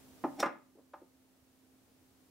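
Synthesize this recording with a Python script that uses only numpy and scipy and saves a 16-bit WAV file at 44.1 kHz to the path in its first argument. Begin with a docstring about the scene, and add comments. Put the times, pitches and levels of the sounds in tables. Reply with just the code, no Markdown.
"""A dull thump over faint hiss and hum: one end of metal snap pliers lands on a cutting mat on a desk,
close to the microphone in a small room. The metal scrapes briefly in tiny slips, then the tool drops
flat with a clack and rocks. A few soft knocks follow. Each blow rings the desk and the pliers.
The recorder's gain control ducks the hiss and the low hum at the clack."""
import sys
import numpy as np
from scipy import signal
from scipy.fft import rfft, irfft, next_fast_len
from scipy.io import wavfile
from scipy.ndimage import uniform_filter1d, map_coordinates

SR = 44100
rng = np.random.default_rng(int(sys.argv[2]) if len(sys.argv) > 2 else 0)


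def digitize_waveform(pressure):
    """Quantize a signal to 16-bit integers and store it at the path in sys.argv[1].

    Rows of a 2-D input are taken as channels; values are limited to [-1, 1].
    """
    field = np.atleast_2d(pressure).T
    bounded = np.clip(field, -1, 1)
    quanta = np.round(bounded * 32767).astype(np.int16)
    wavfile.write(sys.argv[1], SR, quanta)


N = 101429


def amp(db):
    """Decibels to gain."""
    return 10 ** (np.asarray(db) / 20)


def unit(x):
    """Scale to rms 1."""
    return x / np.sqrt(np.mean(x ** 2) + 1e-20)


def along(points, hz):
    """Interpolate (Hz, value) points on a log frequency axis."""
    point_hz, values = np.transpose(points)
    return np.interp(np.log(hz + 1), np.log(point_hz + 1), values)


def filtered(x, response):
    """Filter x by response(hz)."""
    n = x.shape[-1]
    n_fft = next_fast_len(n + SR // 2)
    hz = np.fft.rfftfreq(n_fft, 1 / SR)
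    return irfft(rfft(x, n_fft) * response(hz), n_fft)[..., :n]


def causal(gain):
    """Minimum-phase response with this gain: no sound ahead of the strike."""
    cepstrum = irfft(np.log(np.maximum(gain, 1e-6)))
    half = len(cepstrum) // 2
    folded = np.concatenate([cepstrum[:1], 2 * cepstrum[1:half], np.zeros(half)])
    return np.exp(rfft(folded))


def add(track, start_s, sound):
    """Mix a sound into a track."""
    part = track[round(start_s * SR):][:len(sound)]
    part += sound[:len(part)]


def spread(pair, width):
    """Two unrelated signals as mid and side of a stereo pair."""
    mid, side = pair[0], width * pair[1]
    return np.array([mid + side, mid - side]) / np.sqrt(1 + width ** 2)


def pan(left_minus_right_db):
    """Left and right gains."""
    return amp(np.array([[0.5], [-0.5]]) * left_minus_right_db)


def fade(t, t60_s):
    """Exponential decay, 60 dB in t60_s."""
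    return np.exp(-np.log(1000) * t / t60_s)


def stereo_noise(colour, width):
    """Noise of rms 1, shaped by (Hz, dB) points."""
    noise = filtered(rng.standard_normal((2, N)), lambda hz: amp(along(colour, hz)))
    return unit(spread(noise, width))


def background():
    """Low room tone, a wavering hum and microphone hiss."""
    # Each row: frequency in Hz, spectral level in dB.
    tone_colour = [(25, -16), (45, -17), (72, 1), (120, -2.5), (190, -3), (280, 0.5), (450, -5.5),
                   (800, -11.5), (1500, -19.5), (3000, -33), (8000, -33.5)]
    hiss_colour = [(100, 2), (1500, 2), (4000, 0.5), (8000, -0.5), (12000, -1.5), (15500, -1)]
    hum_hz, waver_points_per_s = 260, 10
    t = np.arange(N) / SR
    waver_db = 2.5 * map_coordinates(rng.standard_normal(64), [t * waver_points_per_s], mode="mirror")
    hum = amp(-64 + waver_db) * np.sqrt(2) * np.sin(2 * np.pi * hum_hz * t)
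    tone = amp(-63) * stereo_noise(tone_colour, width=0.46)
    hiss = amp(-64) * stereo_noise(hiss_colour, width=0.94)
    return pan(-1.3) * tone + pan(-4) * hum + hiss


def room(x):
    """Small-room reverb: a short diffuse tail whose treble dies first."""
    # Each row: frequency in Hz, t60 in seconds, level in dB.
    bands = [(150, 0.86, -5.5), (406.3, 0.31, -0.5), (995, 0.33, -1), (2150, 0.33, 2), (3913, 0.33, 0),
             (8000, 0.2, 2.5), (14870, .2, 3)]
    delay_s = 0.008
    hz, t, spectra = signal.stft(rng.standard_normal((2, SR // 2)), SR, nperseg=256)
    t60_s = along([(f, t60) for f, t60, _ in bands], hz)[:, None]
    level_db = along([(f, db) for f, _, db in bands], hz)[:, None]
    _, tail = signal.istft(spectra * amp(level_db) * fade(t, t60_s), SR, nperseg=256)
    tail = spread(tail, width=0.65)
    tail /= np.linalg.norm(tail[0])
    tail = np.pad(tail, ((0, 0), (round(delay_s * SR), 0)))
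    return signal.fftconvolve(x[None], tail, axes=1)[:, :N]


def metal(hz):
    """Response of the jaws: broad metal-on-metal brightness with a few resonances."""
    # Each row: frequency in Hz, spectral level in dB.
    colour = [(100, -33.5), (300, -17.5), (1200, -1), (2500, -6), (4000, -3), (6500, -7.5), (8000, -5),
              (11000, -9.5), (15500, -13)]
    # Each row: centre in Hz, width in Hz, level in dB.
    resonances = [(3644, 134, 10), (4215, 120, 7.5), (5080, 184, -4.5), (5480, 240, 18.5), (6590, 400, 0.5),
                  (10410, 301.6, -3)]
    peaks = sum(amp(db) * 1j * hz * width_hz / (centre_hz ** 2 - hz ** 2 + 1j * hz * width_hz)
                for centre_hz, width_hz, db in resonances)
    return causal(amp(along(colour, hz))) * (1 + peaks)


def swell(peak_s, peak_db, rise_db_per_s, fall_db_per_s):
    """Envelope that rises and falls linearly in dB."""
    t = np.arange(N) / SR
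    return amp(peak_db - np.maximum(rise_db_per_s * (peak_s - t), fall_db_per_s * (t - peak_s)))


def scrape():
    """Tiny slips excite the jaws and the desk: a quick swell, then a weaker slide as the tool drops."""
    # Drag heard through the desk. Each row: frequency in Hz, spectral level in dB.
    drag_colour = [(60, -35), (150, -24), (250, 11.5), (450, -7.5), (630, 3.5), (700, -1), (782, 10.5),
                   (900, -12.5), (1400, -19.5), (2200, -14), (5000, -57.5)]
    slips_per_s = 12000
    slips = np.sign(rng.standard_normal(N)) * (rng.random(N) < slips_per_s / SR)
    burst = swell(peak_s=0.4034, peak_db=-31, rise_db_per_s=3006, fall_db_per_s=3204)
    slide = swell(peak_s=0.4086, peak_db=-48, rise_db_per_s=849.5, fall_db_per_s=420.5)
    jaws = filtered(slips * (burst + slide), metal) / np.std(filtered(slips, metal))
    drag = unit(filtered(slips, lambda hz: amp(along(drag_colour, hz))))
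    drag *= swell(peak_s=0.4015, peak_db=-33, rise_db_per_s=1101, fall_db_per_s=452)
    return jaws + drag


def contact(low_hz, high_hz, slope_db_per_octave):
    """The band that a contact drives: heavy ones reach lower, hard ones higher."""
    exponent = slope_db_per_octave / (10 * np.log10(2))
    bass_limit_hz = 125  # the desk radiates little below this

    def band(hz):
        radiated = 1 / (1 + (bass_limit_hz / (hz + 1)) ** 4)
        low_cut = 1 + (low_hz / (hz + 1)) ** exponent
        high_cut = 1 + (hz / high_hz) ** exponent
        return radiated / np.sqrt(low_cut * high_cut)
    return band


def thud(t, band):
    """One push, then dense short modes as decaying noise, both within the contact's band."""
    attack_s, push_db = 0.0007, -12
    envelope = fade(t, t60_s=0.096) * (1 - np.exp(-t / attack_s))
    force = rng.standard_normal(len(t)) * envelope
    force[0] += amp(push_db) * np.linalg.norm(envelope)
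    body = filtered(force, lambda hz: causal(band(hz)))
    return unit(body) * np.sqrt(np.mean(envelope ** 2))


def tick(t):
    """Metal touches metal: a short noise burst coloured by the jaws."""
    return unit(filtered(rng.standard_normal(len(t)), metal)) * fade(t, t60_s=0.056)


def ring(modes, t, band):
    """Damped modes, driven as far as the contact's band reaches them, with levels varying per blow."""
    attack_s, scatter_db = 0.00043, 0.87
    tones = np.zeros(len(t))
    for k, (hz, db, t60_s) in enumerate(modes):
        gain = band(hz) * amp(db - scatter_db * rng.standard_normal())
        tones += (-1) ** k * gain * fade(t, t60_s) * np.sin(2 * np.pi * hz * t)
    return tones * (1 - np.exp(-t / attack_s))


def blows():
    """Each blow on the mat gives a thud and a tick, and rings the desk and the pliers."""
    # Each row: start in seconds, levels of desk ring, pliers ring and thud in dB,
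    # low and high band edges in Hz, edge slope in dB per octave, tick level in dB.
    hits = [(0.2393, -30.5, -42, -32.5, 218, 1010, 19.5, -66),
            (0.4279, -26.5, -19.5, -18.5, 210, 1954, 24.5, -33),
            (0.4404, -39, -52, -30.5, 720, 2025, 26.5, -45), (0.458, -27, -70, -23, 228, 1150, 17, -42),
            (0.7532, -53, -82.5, -49, 220, 379, 19.5, -77), (0.772, -62.5, -76, -51.5, 323, 484, 19, -97),
            (0.785, -57.5, -53, -47, 240, 636, 19.5, -91), (0.9353, -36, -44.5, -37.5, 577, 1190, 17, -67),
            (1.0162, -56, -81, -41, 310.5, 433, 20.5, -94)]
    # Desk under the mat, pliers lying on it. Each row: frequency in Hz, level in dB, t60 in seconds.
    desk_modes = [(147.3, -7, .42), (254, -2.5, 0.12), (284.5, -3, 0.22), (321.8, 3, 0.14),
                  (368.4, -1.5, 0.11), (456, -13.5, 0.076), (595.6, -5.5, .15), (676, -11, 0.077),
                  (786, -2, 0.15), (830, -3.5, .08), (888, -2, .13), (1250, -4.5, .12), (1349, 0.5, 0.068)]
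    pliers_modes = [(564.8, 2, 0.13), (688, -6, 0.1), (1025, 0.5, 0.15), (1115, -9.5, 0.13),
                    (1195, -0.5, .15), (1288, -5, 0.14), (1432.4, -3.5, 0.18), (1543, -10.5, .14),
                    (1625, -10, .12), (1704, -10.5, .22), (1856, -11, .13), (2080, -10.5, .1),
                    (2480, -12, .11), (2788, -9, .14)]
    track = np.zeros(N)
    t = np.arange(SR // 2) / SR
    for start_s, desk_db, pliers_db, thud_db, low_hz, high_hz, slope_db_per_octave, tick_db in hits:
        band = contact(low_hz, high_hz, slope_db_per_octave)
        impact = amp(thud_db) * thud(t, band) + amp(tick_db) * tick(t)
        desk = amp(desk_db) * ring(desk_modes, t, band)
        pliers = amp(pliers_db) * ring(pliers_modes, t, band)
        add(track, start_s, impact + desk + pliers)
    return track


def scene():
    """The pliers in the middle, the room around them."""
    tool = blows() + scrape()
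    return tool + amp(-7.5) * room(tool) + background()


def record(dry):
    """Gain control that ducks fast and recovers slowly, then the band limit."""
    threshold_db, recovery_db_per_s = -25.5, 2
    window_s, attack_s = 0.0111, 0.0027
    top_hz = 15780
    power = np.abs(uniform_filter1d(np.mean(dry ** 2, axis=0), round(window_s * SR)))
    excess_db = np.maximum(10 * np.log10(power + 1e-20) - threshold_db, 0)
    recovery_db = recovery_db_per_s * np.arange(N) / SR
    duck_db = np.maximum.accumulate(excess_db + recovery_db) - recovery_db  # leaky peak hold
    duck_db = uniform_filter1d(duck_db, round(attack_s * SR))
    return filtered(dry * amp(-duck_db), lambda hz: hz < top_hz)


dry = scene()
out = record(dry)
digitize_waveform(out)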